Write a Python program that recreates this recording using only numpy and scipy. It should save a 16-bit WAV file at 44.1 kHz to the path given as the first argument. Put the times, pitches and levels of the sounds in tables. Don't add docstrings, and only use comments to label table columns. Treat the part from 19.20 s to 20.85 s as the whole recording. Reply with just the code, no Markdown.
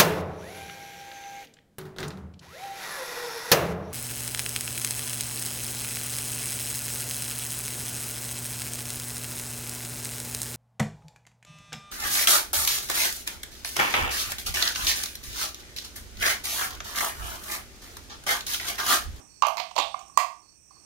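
import sys
import numpy as np
from scipy import signal
from scipy.fft import rfft, irfft
from scipy.io import wavfile
from scipy.ndimage import uniform_filter1d

SR = 44100
rng = np.random.default_rng(int(sys.argv[2]) if len(sys.argv) > 2 else 0)


def output_pcm(signal):
    pcm = np.clip(np.atleast_2d(signal).T, -1, 1) * 32767
    wavfile.write(sys.argv[1], SR, np.round(pcm).astype(np.int16))


N = 72765
T = np.arange(N) / SR
RING_T = np.arange(int(.6 * SR)) / SR


def amp(db):
    return 10 ** (np.asarray(db) / 20)


def unit(x):
    return x / np.sqrt(np.mean(x ** 2) + 1e-20)


def read(points, hz):
    f, value = np.transpose(points)
    return np.interp(np.log(hz + 1), np.log(f + 1), value)


def add(mix, start_s, sound):
    part = mix[max(round(start_s * SR), 0):][:len(sound)]
    part += sound[:len(part)]


def noise(colour, size):
    hz = np.fft.rfftfreq(size, 1 / SR)
    phases = np.exp(2j * np.pi * rng.random(len(hz)))
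    return unit(irfft(phases * amp(read(colour, hz)), size))


def ring(modes):
    return sum(amp(db - 60 * RING_T / t60_s) * np.sin(2 * np.pi * hz * RING_T) for hz, db, t60_s in modes)


# freq_hz, density_db
AIR_COLOUR = [(20, -18.5), (55, 8), (110, 1), (300, -8), (700, -19.5), (1200, -25), (1800, -16),
              (3500, -27.5), (7000, -10.5), (10500, -28), (13000, -23.5), (16000, -25.5)]


def air(level_db=-61):
    return amp(level_db) * noise(AIR_COLOUR, N)


# freq_hz, density_db
HISS_COLOUR = [(20, -12.5), (55, 6), (150, 0), (400, -7.5), (1300, -17), (4000, -23.5), (9000, -32.5),
               (12500, -23), (16000, -24.5)]


def hiss(level_db=-61.5):
    return amp(level_db) * noise(HISS_COLOUR, N)


# freq_hz, density_db
RING_RUSTLE_COLOUR = [(80, -9), (200, -5.5), (330, 6), (520, -9.5), (750, -3), (1150, -3.5), (1500, -11.5),
                      (4000, -19.5), (9000, -19), (16000, -34)]
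# time_s, level_db
RING_RUSTLE_LEVELS = [(0, -47), (.08, -61.5), (.2, -69), (.85, -66.5), (1.25, -61), (1.45, -74),
                      (1.58, -60.5), (1.65, -60)]


def ring_then_rustle():
    level_db = np.interp(T, *np.transpose(RING_RUSTLE_LEVELS))
    return amp(level_db) * noise(RING_RUSTLE_COLOUR, N)


def trill(pitch_hz, width_hz):
    hz = np.fft.rfftfreq(N, 1 / SR)
    phases = np.exp(2j * np.pi * rng.random(len(hz)))
    band = (1 + ((hz - pitch_hz) / (.7 * width_hz)) ** 2) ** -1.3
    return unit(irfft(phases * band, N))


# pitch_hz, width_hz, level_db
CHORUS_BANDS = [(2530, 300, -69), (5610, 170, -57), (5930, 490, -59.5), (6500, 510, -64), (8200, 740, -59),
                (8710, 390, -61.5)]


def chorus():
    return sum(amp(db) * trill(hz, width_hz) for hz, width_hz, db in CHORUS_BANDS)


def cricket(first_s=.083, period_s=.283, chirp_s=.18, level_db=-57):
    progress = np.clip(((T - first_s) % period_s) / chirp_s, 0, 1)
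    swell = np.sin(np.pi * progress ** .7)
    return amp(level_db) * swell * trill(pitch_hz=4466, width_hz=250)


# pitch_hz, level_re_knock_db, t60_s
HOUSING_MODES = [(959, -20.5, 0.16), (1100, -32.5, 0.45), (1138, -22, 0.32), (1538, -40, 0.21),
                 (2119, -31, 0.17), (2566, -39, 0.18)]


def knock(pitch_hz, rise_s=.00081, hold_s=.0059):
    attack = 1 - np.exp(-RING_T / rise_s)
    drop = np.exp(-(RING_T / hold_s) ** 6.8)
    return attack * drop * np.sin(2 * np.pi * pitch_hz * RING_T) + ring(HOUSING_MODES)


def thud(pitch_hz, rise_s=.0012, t60_s=.027, after_db=-21, after_t60_s=.25):
    attack = 1 - np.exp(-RING_T / rise_s)
    return attack * ring([(pitch_hz, 0, t60_s), (pitch_hz, after_db, after_t60_s)])


# pitch_hz, level_re_ping_db, t60_s
SPRING_MODES = [(6140, -1.5, 0.019), (6620, -2, 0.0082), (7340, -9.5, 0.0073), (8330, -18.5, 0.017)]


def ping():
    return ring(SPRING_MODES)


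def crack(colour, peak_hz, decay_s, peak_db=10.5, width_oct=.3):
    t = RING_T[:2048]
    hz = np.fft.rfftfreq(len(t), 1 / SR)
    spectrum = rfft(rng.standard_normal(len(t)) * np.exp(-t / decay_s))
    flat = spectrum / np.sqrt(uniform_filter1d(abs(spectrum) ** 2, size=15))
    lift_db = peak_db * np.exp(-(np.log2((hz + 1) / peak_hz) / width_oct) ** 2)
    shape = unit(amp(read(colour, hz) + lift_db))
    burst = irfft(flat * shape)[:len(t) // 2] * np.sqrt(decay_s * SR / 2)
    return np.pad(burst, (0, len(RING_T) - len(burst)))


# freq_hz, density_db
CLACK_COLOUR = [(100, -46), (250, -23), (450, -11), (650, -3.5), (1150, 4.5), (1400, -5), (1800, -8.5),
                (2200, -2.5), (2700, -1), (3500, -8), (4600, 1), (6000, -8), (9000, -25), (16000, -42)]
# freq_hz, density_db
TICK_COLOUR = [(150, -54), (500, -29), (2000, -8.5), (4500, 0.5), (5300, -6), (6800, 6.5), (8200, -3),
               (9500, -17), (12000, -1.5), (14000, -12), (16000, -9)]


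def blow(knock_db, knock_hz, thud_db, thud_hz, clack_db, clack_hz, tick_db, tick_hz, ping_db, room_db):
    body = amp(knock_db) * knock(knock_hz) + amp(thud_db) * thud(thud_hz) + amp(ping_db) * ping()
    low_cut = signal.butter(4, 499, "high", fs=SR, output="sos")
    clack = amp(clack_db) * crack(CLACK_COLOUR, clack_hz, decay_s=.0032)
    tick = amp(tick_db) * crack(TICK_COLOUR, tick_hz, decay_s=.003)
    direct = signal.sosfilt(low_cut, body) + clack + tick
    return direct + amp(room_db) * (room(direct) + echo(direct))


# start_s, knock_db, knock_hz, thud_db, thud_hz,
# clack_db, clack_hz, tick_db, tick_hz, ping_db, room_db
BATTERY_BLOWS = [ (.2224, -3, 1068, -22, 777, -15, 2850, -22.5, 6300, -22, -3.5),
                 (.2308, -8, 921, -17, 857, -24, 2700, -39.5, 6540, -45, 0),
                 (.2345, -7, 1136, -35, 930, -23.5, 2860, -46.5, 4500, -55, 1.5),
                 (.2686, -16.5, 1120, -8.5, 678, -23, 2950, -22.5, 11700, -19, -3.5),
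                 (.2835, -12, 1130, -14.5, 659, -24.5, 2840, -30, 11700, -37, -10),
                 (.3708, -23, 1084, -30, 790, -23.5, 2170, -23.5, 4430, -39, 2.5),
                 (.3805, -42, 1025, -17, 940, -21, 2150, -37, 5636, -42, -22),
                 (.3994, -18.5, 910, -15.5, 719, -17, 3280, -31.5, 5200, -30, -8),
                 (.5115, -30.5, 1016, -34.5, 739, -34.5, 3120, -43, 5800, -48.5, -10),
                 (.5555, -35.5, 940, -31, 658, -41, 3280, -42.5, 4470, -39.5, 16),
                 (.5636, -18, 994, -19.5, 621, -20.5, 3596, -27, 4520, -35, -8),
                 (.5796, -17, 1070, -21.5, 556, -16, 2638, -28.5, 8150, -44.5, -2.5),
                 (.5842, -12.5, 894, -14.5, 807, -19.5, 3324, -21.5, 7950, -25, -3),
                 (.5876, -15.5, 1040, -18, 572, -18, 3530, -31, 4470, -29, -7.5),
                 (.5987, -14, 1087, -17, 630, -24, 3700, -24.5, 6000, -30.5, -5),
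                 (.7430, -16.5, 1097, -20.5, 781, -34.5, 2160, -46.5, 4474, -64, -6.5),
                 (.7927, -38, 1155, -36, 788, -41, 3000, -37, 6980, -47.5, -3.5),
                 (.8808, -56.5, 1030, -62, 770, -60.5, 2960, -45.5, 6570, -54, -13.5),
                 (.8975, -41.5, 1100, -61.5, 694, -70.5, 2500, -62.5, 6500, -66.5, 0.5),
                 (.9744, 3.5, 1063, -14, 735.5, -9.5, 1936, -10.5, 8930, -13.5, -0.5),
                 (1.508, -40, 1087, -48.5, 807, -69, 2450, -52.5, 6500, -65, -0.5),
                 (1.567, -48, 1077, -63, 785, -70, 2520, -65.5, 6500, -70, -14)]


def battery():
    out = np.zeros(N)
    for start_s, *contact in BATTERY_BLOWS:
        add(out, start_s, blow(*contact))
    return out


# pitch_hz, gain_db, t60_s
STANDING_MODES = [(573, 2, .36), (658, 7.5, .38), (828, 3, 0.28), (850, -3, .36), (925, 2, .36),
                  (1076, 2.5, 0.32), (1187, 6, .36)]


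def standing_waves():
    mean_t60_s = np.mean(np.transpose(STANDING_MODES)[2])
    return ring(STANDING_MODES) * 2 * np.log(1000) / (mean_t60_s * SR)


# freq_hz, t60_s
TAIL_DECAY = [(300, 0.33), (800, 0.332), (2000, 0.2947), (5500, 0.32), (12000, 0.25)]
# freq_hz, relative_db
TAIL_COLOUR = [(200, 1), (400, -14), (700, 9), (1070, -8), (1500, 4), (2800, 7.5), (4500, 4), (7000, -3.5),
               (12000, 0.5), (16000, 1)]


def room(sound, delay_s=.00067, build_s=.0089, diffuse_db=2):
    size = len(RING_T)
    hz, t, spectra = signal.stft(rng.standard_normal(size), SR, nperseg=512)
    flat = np.sqrt(np.mean(abs(spectra) ** 2)) * spectra / (abs(spectra) + 1e-12)
    t60_s = read(TAIL_DECAY, hz)[:, None]
    decay = amp(read(TAIL_COLOUR, hz)[:, None] - 60 * t / t60_s)
    energy_norm = np.sqrt(2 * np.log(1000) / (t60_s * SR))
    diffuse = signal.istft(flat * decay * energy_norm, SR, nperseg=512)[1][:size]
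    tail = amp(diffuse_db) * diffuse + standing_waves()
    build = 1 - np.exp(-np.maximum(RING_T - delay_s, 0) / build_s)
    return signal.fftconvolve(sound, tail * build)[:size]


def echo(sound, delay_s=.069, gain_db=-14, cutoff_hz=2420):
    dull = signal.sosfilt(signal.butter(2, cutoff_hz, fs=SR, output="sos"), sound)
    out = np.zeros(len(sound))
    add(out, delay_s, amp(gain_db) * dull)
    return out


# freq_hz, density_db
SCRAPE_COLOUR = [(120, -38), (250, -15), (350, 6.5), (450, -1.5), (800, -1), (1200, -12), (1500, -25),
                 (2300, -17), (3000, 0.5), (3400, 5), (4200, -2.5), (5200, -10), (8000, -15.5),
                 (16000, -33)]


def scrape(length_s=.036, slips_per_s=713, slip_decay_s=.003, level_db=-26.5, room_db=-1):
    slips = (rng.random(len(RING_T)) < slips_per_s / SR).astype(float)
    grain = unit(signal.fftconvolve(slips, np.exp(-RING_T / slip_decay_s))[:len(slips)])
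    stroke = np.sin(np.pi * np.minimum(RING_T / length_s, 1))
    direct = amp(level_db) * stroke * grain * noise(SCRAPE_COLOUR, len(RING_T))
    return direct + amp(room_db) * room(direct)


def scene():
    indoors = ring_then_rustle() + battery()
    add(indoors, start_s=.58, sound=scrape())
    right = indoors + cricket() + chorus() + air()
    left = amp(-42.5) * right + hiss()
    return np.array([left, right])


def record(dry):
    threshold_db, duck_share, release_db_per_s, cutoff_hz = -14, .4, 14.5, 15850
    power_db = 10 * np.log10(abs(uniform_filter1d(dry[1] ** 2, size=180)) + 1e-12)
    fall_db = T * release_db_per_s
    held_db = np.maximum.accumulate(power_db + fall_db) - fall_db
    over_db = np.maximum(held_db - threshold_db, 0)
    clipped = np.clip(dry * amp(-duck_share * over_db), -.94, .94)
    low_pass = signal.firwin(401, cutoff_hz, window=("kaiser", 8), fs=SR)
    return signal.oaconvolve(clipped, low_pass[None], "same")


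dry = scene()
out = record(dry)
output_pcm(out)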